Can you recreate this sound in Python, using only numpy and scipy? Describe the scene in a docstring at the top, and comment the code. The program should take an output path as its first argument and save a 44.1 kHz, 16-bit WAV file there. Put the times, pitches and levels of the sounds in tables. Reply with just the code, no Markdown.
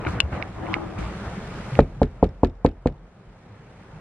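"""A knuckle raps six times on a camper's plastic window, close to a hand-held camera: damped pane modes.
Noise bursts give skin tick, crack, frame buzz and cabin boom; a loose catch slaps and jingles after each rap.
The holder steps up: ringing clicks and a buckle snap, sine thuds, dry pricks, noise of cloth and gripped shell.
Far traffic hums as dull noise, and a car draws nearer late on. A decaying noise tail echoes the small parts.
The camera's gain control ducks under loud sounds and creeps back; overload is rounded, the top cut off."""
import sys
import numpy as np
from scipy import signal
from scipy.fft import rfft, irfft, next_fast_len
from scipy.io import wavfile
from scipy.ndimage import uniform_filter1d, map_coordinates

SR = 44100
rng = np.random.default_rng(int(sys.argv[2]) if len(sys.argv) > 2 else 0)


def put_to_file(sound):
    """Save the sound as 16-bit audio at rate SR, in the file named by the first command-line argument."""
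    columns = np.atleast_2d(sound).T  # one column per channel
    safe = np.clip(columns, -1, 1)
    whole_steps = np.round(safe * 32767)
    wavfile.write(sys.argv[1], SR, whole_steps.astype(np.int16))


N = 176488

# All spectra are relative: rush() scales its noise to rms 1.
# far traffic spectrum: (frequency [Hz], density [dB per Hz])
TRAFFIC_SPECTRUM = [(15, -39), (28, -10), (53, -7), (76, -13), (108, -2), (142, -8), (184, -4.5),
                    (273, -16.5), (449, -15), (790, -19), (1390, -25.5), (2250, -36), (2800, -45),
                    (4490, -55), (6500, -67.5), (9880, -120)]
# nearing car spectrum: (frequency [Hz], density [dB per Hz])
CAR_SPECTRUM = [(20, -30), (40, -0.9), (90, -2.5), (250, -11), (700, -20), (1200, -21.5), (1800, -19.5),
                (2500, -22.5), (3300, -41), (6000, -120)]
# nearing car level: (time [s], level [dB])
CAR_LEVEL = [(2.6, -59.5), (3.1, -52), (3.5, -43.5), (4.01, -44)]
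# noise at the two ports: (frequency [Hz], left-right correlation [-1 to 1])
PORT_LIKENESS = [(60, 1), (110, .999), (200, 0.99), (400, 0.94), (700, 0.89), (1200, .7), (2200, 0.56),
                 (4000, -0.29), (9000, -0.62)]
# echo decay outdoors: (frequency [Hz], t60 [s])
YARD_DECAY = [(100, 0.083), (600, 0.25), (3000, 0.057), (10000, 0.021)]
# holder's movements: (time [s], sleeve rub [dB], jacket swish [dB], shell hum before port gains [dB])
MOVES = [(0, -34, -52, -59), (.055, -32, -53, -36), (.085, -28.5, -41, -34), (.125, -38, -43.5, -44),
         (.175, -27.5, -51.5, -45), (.30, -42.5, -53.5, -58), (.34, -23, -44.5, -48),
         (.40, -29, -50.5, -41), (.51, -41.5, -51, -54), (.62, -33, -51, -38), (.72, -30, -47.5, -34.5),
         (.82, -34.5, -50.5, -35.5), (.95, -41.5, -50, -43), (.983, -36, -48.5, -46.5),
         (.988, -35, -35.5, -35), (.997, -34.5, -42.5, -33), (1.14, -33, -45.5, -60),
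         (1.4, -45, -46.5, -63), (1.76, -40, -44.5, -74), (1.85, -51.5, -50, -70.5), (2.6, -62.5, -56, -69),
         (3.3, -47.5, -49.5, -67.5), (4.01, -40.5, -47.5, -74.5)]
# sleeve rub spectrum: (frequency [Hz], density [dB per Hz])
RUB_SPECTRUM = [(35, -48), (60, 4.5), (322, -10.5), (399, -13), (752, -9.5), (838, -10), (1250, -12),
                (1600, -18.5), (2070, -21.5), (2900, -29.5), (4490, -49), (5840, -80.5), (9880, -120)]
# jacket swish spectrum: (frequency [Hz], density [dB per Hz])
SWISH_SPECTRUM = [(800, -120), (1200, -8), (2500, -14.5), (4000, -20), (6000, -25), (9500, -30),
                  (12000, -43.5), (15000, -62)]
# lowest bends of the camera shell: (frequency [Hz], width of one resonator pass [Hz], relative level [dB])
SHELL_BENDS = [(326, 72, 4), (780, 160, -8.5)]
# camera body clicks: (time [s], level [dB], added L-R [dB], tilt [dB per octave], share of free t60 [1])
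CLICKS = [(0.0502, -19, 9, -9, 0.7), (0.0649, -18.5, 12, -11, 0.91), (0.0687, -18.5, 10, -11, 0.63),
          (.070, -16.5, 6, -3, .9), (0.4249, -10.5, -2, 2.5, .9), (0.435, -37, 0.1, -3, .9),
          (0.6675, -25.5, -3, -7, 1), (0.7328, -26.5, 8, 9, .9), (0.7409, -4.5, -3, 4.5, 0.83),
          (0.7545, -28, -1, -7, .9), (0.9815, -29, 2, -6, .9), (.988, -34, 2, 8, .7),
          (1.028, -29, -6, -8, 1), (1.7539, -21.5, -5, 4, 0.37)]
# camera shell modes: (frequency [Hz], relative level [dB], free t60 [s])
SHELL_MODES = [(1500, -2.5, 0.004), (2196, 11.5, 0.0084), (2743, 6, 0.006), (3200, -13, .005),
               (3770, -4.5, 0.0094), (4450, -9, 0.0046), (5180, -10, 0.005)]
# shell modes at the ports: (frequency [Hz], L-R [dB], left lead [rad])
SHELL_AT_PORTS = [(1496, -8.5, 1.9), (2200, -9.5, 0.6), (2750, -2, 0.5), (3750, 0, -1.9), (5000, 2.5, -2)]
# a buckle snaps against the camera: (time [s], peak [dB])
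SNAPS = [(0.2027, 2.06)]
# buckle modes: (frequency [Hz], relative level [dB], t60 [s])
BUCKLE_MODES = [(1128, -13.5, 0.014), (1470, -13, 0.011), (2220, -13, 0.0046), (2738, -5, 0.018),
                (2770, -32, 0.093), (2917, -6.5, 0.019), (3440, -11.5, 0.0173), (4090, -15.5, 0.018),
                (4900, -16.5, 0.018), (5870, -14.5, 0.007), (6860, -17.5, 0.013), (7600, -18, 0.009),
                (8950, -15.5, 0.00495), (10010, -25, 0.0057), (10680, -25, 0.0086), (12070, -33, .005),
                (13480, -45.5, 0.0036)]
# buckle modes at the ports: (frequency [Hz], L-R [dB], left lead [rad])
BUCKLE_AT_PORTS = [(1500, -3, 1.1), (2200, 6, 2.6), (2700, 8, .5), (2950, 8, .2), (3750, 0, -1.4),
                   (5000, 2, -2.9), (7500, 4, -3.2), (10000, 7, -3), (13000, 1, -3)]
# dry pricks of a fingertip or strap on the shell: (time [s], level [dB], push width [s], L-R [dB])
PRICKS = [(.0499, -22, 0.00015, 5.5), (.0655, -16, 0.00015, 1), (0.084, -24, .00016, -0.2),
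          (0.685, -25, 0.00026, 2), (0.7346, -26, 0.000091, 0.1), (0.7652, -26, 0.00017, 0.1),
          (1.0523, -24, 0.00011, 0.1), (1.7536, -25, 0.000063, -1.5)]
# soft steps and bumps: (time [s], level before the rise [dB], frequency [Hz], t60 [s])
THUDS = [(0.066, -18.5, 82.5, 0.23), (0.064, -16, 314, 0.042), (0.068, -18, 1440, 0.025),
         (0.151, -15.5, 114, 0.088), (0.233, -9, 74, 0.12), (0.361, -33, 141, 0.14), (.764, -17, 300, 0.04),
         (.7655, -19.5, 850, 0.024), (0.985, -14, 179, 0.066), (0.988, -23, 55.4, 0.53),
         (1.046, -21.5, 108, 0.096), (1.722, -19.5, 131, 0.33), (1.961, -20.5, 140, 0.13),
         (3.271, -17.5, 45, 0.18), (3.489, -23, 105.6, 0.37), (3.928, -24, 156, 0.3)]
# catch slaps its seat and rebounds: (time [s], relative level [dB])
SLAPS = [(1.805, -14.5), (2.0310, -11), (2.0387, -32), (2.2422, -14.5), (2.2496, -24.5), (2.4470, -10),
         (2.455, -26), (2.6623, -6), (2.666, -25), (2.8723, -8.5), (2.8790, -36)]
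# catch seat modes: (frequency [Hz], relative level [dB], t60 [s])
SEAT_MODES = [(1340, -5, 0.017), (1740, 2, 0.014), (2400, 3.5, 0.0035), (3000, 0, 0.005), (3970, 3, 0.0044),
              (4610, -4.5, 0.0032), (5300, -10.5, 0.0046), (6200, -14, 0.0041), (6900, -10, 0.0037),
              (7760, -16.5, 0.0055)]
# seat modes at the ports: (frequency [Hz], L-R [dB], left lead [rad])
SEAT_AT_PORTS = [(1500, 3.5, 0.65), (2200, 2.5, .55), (2840, 7, 1.1), (3750, 6.5, 1.2), (5000, 12.5, 1.5),
                 (7500, 4, 1.8)]
# catch jingles: (time [s], peak of the ring [dB], tilt [dB per octave])
JINGLES = [(1.8273, -38, 0.1), (2.0548, -37, 3), (2.0773, -47, 1), (2.1127, -48, 0.1), (2.266, -36, 8),
           (2.2906, -37, 5.5), (2.3483, -52, -5), (2.3871, -52, -1), (2.4716, -33.5, 6), (2.4970, -37, 5),
           (2.5531, -47, 3), (2.6883, -32, 4), (2.714, -39, -3), (2.795, -50, 0.1), (2.899, -40.5, 1),
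           (2.924, -38.5, 0.1), (2.981, -45, 0.1)]
# loose catch modes: (frequency [Hz], relative level [dB], t60 [s])
CATCH_MODES = [(2900, -7.5, .005), (3670, 1, .007), (4500, -7.5, .004), (5260, 0.5, 0.0055),
               (7100, -7, 0.0071)]
# catch modes at the ports: (frequency [Hz], L-R [dB], left lead [rad])
CATCH_AT_PORTS = [(2850, -4, -1.0), (3750, -1.5, -.8), (5200, -3.5, -.2), (7200, -1.5, -1.8)]
# frame and blind buzz spectrum: (frequency [Hz], density [dB per Hz])
BUZZ_SPECTRUM = [(700, -120), (1200, 3.5), (2500, -5.5), (4500, -17), (7000, -27), (10000, -27),
                 (15000, -63)]
# spectrum of the cabin behind the pane: (frequency [Hz], density [dB per Hz])
CABIN_SPECTRUM = [(60, -120), (120, 6), (300, 0), (600, -8.5), (1000, -21.5), (1800, -120)]
# skin on plastic spectrum: (frequency [Hz], density [dB per Hz])
TICK_SPECTRUM = [(1000, -120), (1800, -0.5), (3000, -7.5), (5000, -9), (6500, -17), (8500, -16),
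                 (11000, -32), (15000, -60.5)]
# spectrum of the pane's dense upper modes: (frequency [Hz], density [dB per Hz])
CRACK_SPECTRUM = [(400, -120), (750, 3), (1200, -8), (1600, -22), (2500, -28.5), (4000, -46.5),
                  (7000, -120)]
# knuckle blows: (time [s], relative strength [dB], skin tick [dB], relative frame and cabin shaking [dB],
#   struck spot across [cm], struck spot up [cm], knuckle slant [1])
RAPS = [(1.79, 12.4, -36, 16.5, -1, 0.67, -0.35), (2.0166, 9.5, -33.5, 13.5, -0.35, -0.34, 0.13),
        (2.2274, 10, -41, 17, 0.4, -1.2, 0.78), (2.4328, 11, -24, 17.5, 0.87, -0.5, -1.84),
        (2.648, 9, -18.5, 21, 1.5, -0.1, 0.41), (2.8581, 4.5, -33, 17.5, 1.44, 3.5, 0.73)]
# pane modes: (frequency [Hz], relative level [dB], t60 [s], first swing at the usual spot [1],
#   its change across [per cm], its change up [per cm], its change with slant [per unit])
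PANE_MODES = [(41.96, -20.5, 0.52, 0.84, 0.12, 0.12, -0.058), (47.3, -18.5, 0.41, 0.92, 0.29, 0.12, 0.14),
              (81, -14.5, 0.24, -0.98, -0.2, 0.039, -0.073),
              (97.7, -10.5, 0.051, -0.9, -0.43, -0.35, -0.02),
              (142.2, -16.5, 0.19, -0.95, -0.18, -0.46, 0.05), (185, -7, 0.078, -0.95, -0.19, -0.2, -0.26),
              (237.6, -8, 0.1, -1.02, -0.27, -0.093, -0.061), (274, -11.1, 0.087, -0.8, -0.35, 0.045, 0.4),
              (301, 0.5, 0.02, 0.96, -0.056, 0.28, 0.0073), (360, -20.5, 0.14, 0.66, 0.47, -0.038, -0.55),
              (378, -9, 0.069, -0.8, -0.051, 0.36, 0.25), (428, -9, 0.096, 0.88, -0.057, -0.17, 0.32),
              (461.4, -1.2, 0.038, 0.08, 0.95, 0.015, -0.046),
              (511, -6.5, 0.063, -0.7, -0.42, -0.27, -0.38), (558.5, -0.5, 0.032, -0.91, 0.38, 0.2, -0.082),
              (594, -3, 0.025, 0.22, -0.76, -0.48, 0.076), (643, -27.5, 0.048, -0.81, -0.25, 0.38, 0.29),
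              (702, -6.5, 0.043, -0.85, -0.56, 0.049, 0.029), (757.5, -22, 0.063, -0.67, 0.15, 0.48, -0.75),
              (840, -7.5, 0.026, -0.83, -0.49, 0.38, 0.2), (890, -9, 0.028, 0.38, -0.83, -0.21, -0.34),
              (936.8, -18.5, 0.014, 0.59, -0.074, 0.26, 0.22),
              (1050.7, -28, 0.035, 0.71, 0.18, -0.16, 0.01),
              (1134.9, -9.5, 0.028, 0.41, 0.75, -0.31, -0.27),
              (1320, -21, 0.021, -0.61, -0.36, -0.42, -0.76), (1450, -9, 0.03, -0.77, 0.32, -0.083, -0.072),
              (1700, -28.5, 0.015, 0.92, 0.1, 0.1, 0.1), (1960, -24, 0.012, -0.6, 0.3, 0.1, 0.1)]

CONTACT_S = 0.0012
TOP_HZ = 15700
KNEE_POWER = 7  # higher = sharper overload knee


def amp(db):
    """Decibels to gain."""
    return 10 ** (np.asarray(db) / 20)


def unit(x):
    """Scaled to rms 1."""
    return x / np.sqrt(np.mean(x ** 2) + 1e-20)


def along(points, hz):
    """(frequency [Hz], value) points interpolated on a log axis."""
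    f, v = np.transpose(points)
    return np.interp(np.log(hz + 1), np.log(f + 1), v)


def curves(rows):
    """One value per sample for each column after the time."""
    s, *cols = np.transpose(rows)
    return [np.interp(np.arange(N) / SR, s, c) for c in cols]


def wobble(rate_hz):
    """Smooth random curve, rate_hz knots a second."""
    knots = rng.standard_normal(int(N * rate_hz / SR) + 4)
    return map_coordinates(knots, [np.arange(N) * rate_hz / SR])


def filtered(x, response):
    """x times a complex response of frequency."""
    m = next_fast_len(N + SR // 2)
    return irfft(rfft(x, m) * response(np.fft.rfftfreq(m, 1 / SR)), m)[..., :N]


def add(track, s, sound):
    """Mix a sound into the track at s seconds."""
    part = track[..., round(s * SR):][..., :sound.shape[-1]]
    part += sound[..., :part.shape[-1]]


def pan(db):
    """Port gains for a left-right difference."""
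    return amp(db / 2 * np.array([[1], [-1]]))


def ports(x, lag_s):
    """Path difference: left hears the sound lag_s later than right."""
    return filtered(x, lambda hz: np.exp(-1j * np.pi * hz * lag_s * np.array([[1], [-1]])))


def rush(spectrum, patchy_db, grain_db):
    """Stereo noise of rms 1 with time-frequency patches of random gain and a fast level grain."""
    z = signal.stft(rng.standard_normal((2, N)), nperseg=512)[2]
    field = uniform_filter1d(rng.standard_normal(z.shape[1:]), 6, 0)
    patches = amp(patchy_db * unit(uniform_filter1d(field, 10, 1)))
    pair = signal.istft(z * patches, nperseg=512)[1][:, :N]
    pair = pair * amp(grain_db * wobble(250))

    def mid_side(hz):
        angle = np.arccos(np.clip(along(PORT_LIKENESS, hz), -1, 1)) / 2
        return amp(along(spectrum, hz)) * [np.cos(angle), np.sin(angle)]

    mid, side = filtered(pair, mid_side)
    return unit(np.array([mid + side, mid - side]))


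def ring(modes, heard, scatter_db, scatter_rad, attack_s, flip):
    """Struck small part: damped modes with port balance and lead, peak 1; mode k is scaled by flip ** k."""
    t = np.arange(SR // 8) / SR
    half = np.array([[.5], [-.5]])
    at_hz, pan_db, lead_rad = np.transpose(heard)
    chance = rng.standard_normal((len(modes), 2))
    sound = 0
    for k, ((hz, db, t60), (a, b)) in enumerate(zip(modes, chance)):
        level_db = db + scatter_db * a + half * np.interp(hz, at_hz, pan_db)
        phase = scatter_rad * b + half * np.interp(hz, at_hz, lead_rad)
        sound = sound + flip ** k * amp(level_db - 60 * t / t60) * np.sin(2 * np.pi * hz * t + phase)
    sound = sound * (1 - np.exp(-t / attack_s)) ** 2
    return sound / np.abs(sound).max()


def traffic():
    """Far, dull, slowly drifting noise; late on, one car grows out of it."""
    drift_db = 0.8 * wobble(2)
    car = amp(curves(CAR_LEVEL)[0]) * rush(CAR_SPECTRUM, patchy_db=0.5, grain_db=0.7)
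    return amp(-35.5 + drift_db) * rush(TRAFFIC_SPECTRUM, patchy_db=1.5, grain_db=0.7) + car


def yard(x):
    """Van wall, ground and sheds answer: a noise tail, each frequency dying at its own speed."""
    hz, t, z = signal.stft(rng.standard_normal((2, SR // 3)), SR, nperseg=256)
    decay = amp(-60 * t / along(YARD_DECAY, hz)[:, None])
    tail = signal.istft(z * decay, SR, nperseg=256)[1]
    delayed = np.pad(x, ((0, 0), (150, 0)))  # samples
    return signal.fftconvolve(delayed, tail / np.linalg.norm(tail[0]), axes=1)[:, :N]


def cloth():
    """Friction noise: sleeves rub and the jacket swishes along the level curves of the movements."""
    rub_db, swish_db, _ = curves(MOVES)
    rubbing = amp(rub_db + 0.86 * wobble(25)) * rush(RUB_SPECTRUM, patchy_db=3.0, grain_db=2.0)
    return rubbing + amp(swish_db) * rush(SWISH_SPECTRUM, patchy_db=1.0, grain_db=1.0)


def grip():
    """Narrow noise at the shell's lowest bends, which move the two ports unequally and oppositely."""
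    def bends(f):
        return sum(amp(db) * (1j * f * w / (hz * hz - f * f + 1j * f * w)) ** 2
                   for hz, w, db in SHELL_BENDS)

    hum = unit(filtered(rng.standard_normal(N), bends))
    return amp(curves(MOVES)[-1]) * hum * np.array([[1.6], [-.4]])


def handling():
    """Clicks and snap ring the camera body, pricks push it; thuds, damped sines, reach both ports alike."""
    clicks, low, t = np.zeros((2, N)), np.zeros(N), np.arange(SR // 3) / SR
    for s, db, pan_db, tilt_db, share in CLICKS:
        shell = [(hz, level + tilt_db * np.log2(hz / 2200), t60 * share) for hz, level, t60 in SHELL_MODES]
        click = ring(shell, SHELL_AT_PORTS, scatter_db=1.4, scatter_rad=0.25, attack_s=0.00033, flip=-1.05)
        add(clicks, s, amp(db) * pan(pan_db) * click)
    for s, db in SNAPS:
        snap = ring(BUCKLE_MODES, BUCKLE_AT_PORTS, scatter_db=-0.2, scatter_rad=0.15,
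                    attack_s=0.00024, flip=1)
        add(clicks, s, amp(db) * snap)
    for s, db, push_s, pan_db in PRICKS:
        u = (t[:SR // 100] - 0.001) / push_s  # rounded push, its top at s
        add(clicks, s - 0.001, amp(db) * pan(pan_db) * (1 - 0.3 * u ** 2) * np.exp(-u ** 2 / 2))
    for s, db, hz, t60 in THUDS:
        rise = 1 - np.exp(-t * hz / 0.7)  # soft contact: time constant 0.7 cycle
        add(low, s, amp(db - 60 * t / t60) * rise * np.sin(2 * np.pi * hz * t))
    return clicks + low


def catch():
    """Loose catch: seat modes at each slap, then jingles of its own modes; both shake buzz from the frame."""
    out, shake, t = np.zeros((2, N)), np.zeros(N), np.arange(SR // 8) / SR
    onset = 1 - np.exp(-t / 0.0012)
    for s, db in SLAPS:
        slap = ring(SEAT_MODES, SEAT_AT_PORTS, scatter_db=1.1, scatter_rad=0.24, attack_s=0.0001, flip=-1.006)
        add(out, s, amp(db + 3.0) * slap)
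        add(shake, s, amp(db - 14.5 - 60 * t / 0.046) * onset)
    for s, db, tilt_db in JINGLES:
        modes = [(hz, level + tilt_db * np.log2(hz / 4500), t60) for hz, level, t60 in CATCH_MODES]
        jingle = ring(modes, CATCH_AT_PORTS, scatter_db=2.5, scatter_rad=0.6, attack_s=0.0006, flip=-0.9)
        add(out, s, amp(db) * jingle)
        add(shake, s, amp(db - 5.5 - 60 * t / 0.04) * onset)
    return out + shake * rush(BUZZ_SPECTRUM, patchy_db=-0.5, grain_db=2.0)


def window():
    """The knuckle's short push swings the pane modes; struck spot and slant set their balance."""
    pane, t = np.zeros((2, N)), np.arange(SR // 3) / SR
    skin, crack, frame, cabin = np.zeros((4, N))
    hz, level, t60, side, across, up, lean = np.transpose(PANE_MODES)[..., None, None]
    scatter_share = np.minimum(hz / 300, 1)  # low modes get less random level scatter
    push = np.sin(np.pi * np.minimum(t[:SR // 200] / CONTACT_S, 1))[None] ** 2
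    for s, db, skin_db, shake_db, across_cm, up_cm, slant in RAPS:
        chance = rng.standard_normal((len(PANE_MODES), 3, 1))  # per mode: one shared, one per port
        mode_db = level + scatter_share * (0.47 * chance[:, :1] + 0.46 * chance[:, 1:])
        first_swing = side + across * across_cm + up * up_cm + lean * slant
        modes = first_swing * amp(mode_db - 60 * t / t60) * np.cos(2 * np.pi * hz * t)
        swing = np.sum(modes, axis=0)
        add(pane, s, amp(db - 3.0) * signal.fftconvolve(swing, push / push.sum(), axes=1))
        add(skin, s - 0.0013, amp(skin_db - 60 * t / 0.0094) * (1 - np.exp(-t / 0.00048)))
        add(crack, s, amp(shake_db - 30.0 - 60 * t / 0.066) * (1 - np.exp(-t / 0.0015)) ** 2)
        add(frame, s, amp(shake_db - 46.0 - 60 * t / 0.14) * (1 - np.exp(-t / 0.0013)))
        # blurred boom back through the pane
        add(cabin, s, amp(shake_db - 26.0 - 60 * t / 0.19) * (1 - np.exp(-t / 0.0053)))
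    out = ports(pane, lag_s=-0.000022)
    out = out + crack * rush(CRACK_SPECTRUM, patchy_db=-1.0, grain_db=3.0)
    out = out + frame * rush(BUZZ_SPECTRUM, patchy_db=4.0, grain_db=2)
    out = out + cabin * rush(CABIN_SPECTRUM, patchy_db=0.5, grain_db=-0.3)
    return out + skin * rush(TICK_SPECTRUM, patchy_db=5.0, grain_db=0.5)


def scene():
    """Everything that reaches the two ports; catch and handling also echo."""
    pane, metal, hands = window(), catch(), handling()
    echoes = yard(amp(-20.5) * metal + amp(-26.0) * hands)
    return pane + metal + hands + echoes + grip() + cloth() + traffic()


def gain_control(x, limit_db, attack_share, hold_s, release_db_per_s):
    """Loud 1 ms blocks pull the gain down by a share of the gap; after a hold it climbs back steadily."""
    size = SR // 1000
    peaks = np.abs(x[:, :N // size * size]).max(axis=0).reshape(-1, size).max(axis=1)
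    gain_db, wait_s, trace = 0, 0, []
    for need_db in limit_db - 20 * np.log10(peaks + 1e-9):
        if need_db < gain_db:
            gain_db, wait_s = gain_db + attack_share * (need_db - gain_db), hold_s
        elif wait_s > 0:
            wait_s -= size / SR
        else:
            gain_db = min(0, gain_db + release_db_per_s * size / SR)
        trace.append(gain_db)
    return x * amp(np.interp(np.arange(N), (np.arange(len(trace)) + 1) * size, trace))


def record(dry):
    """Gain control, overload rounded at full scale, band limit."""
    x = gain_control(dry, limit_db=-5, attack_share=0.15, hold_s=0.36, release_db_per_s=5.5)
    x = x / (1 + np.abs(x) ** KNEE_POWER) ** (1 / KNEE_POWER)
    return filtered(x, lambda hz: hz < TOP_HZ)


dry = scene()
out = record(dry)
put_to_file(out)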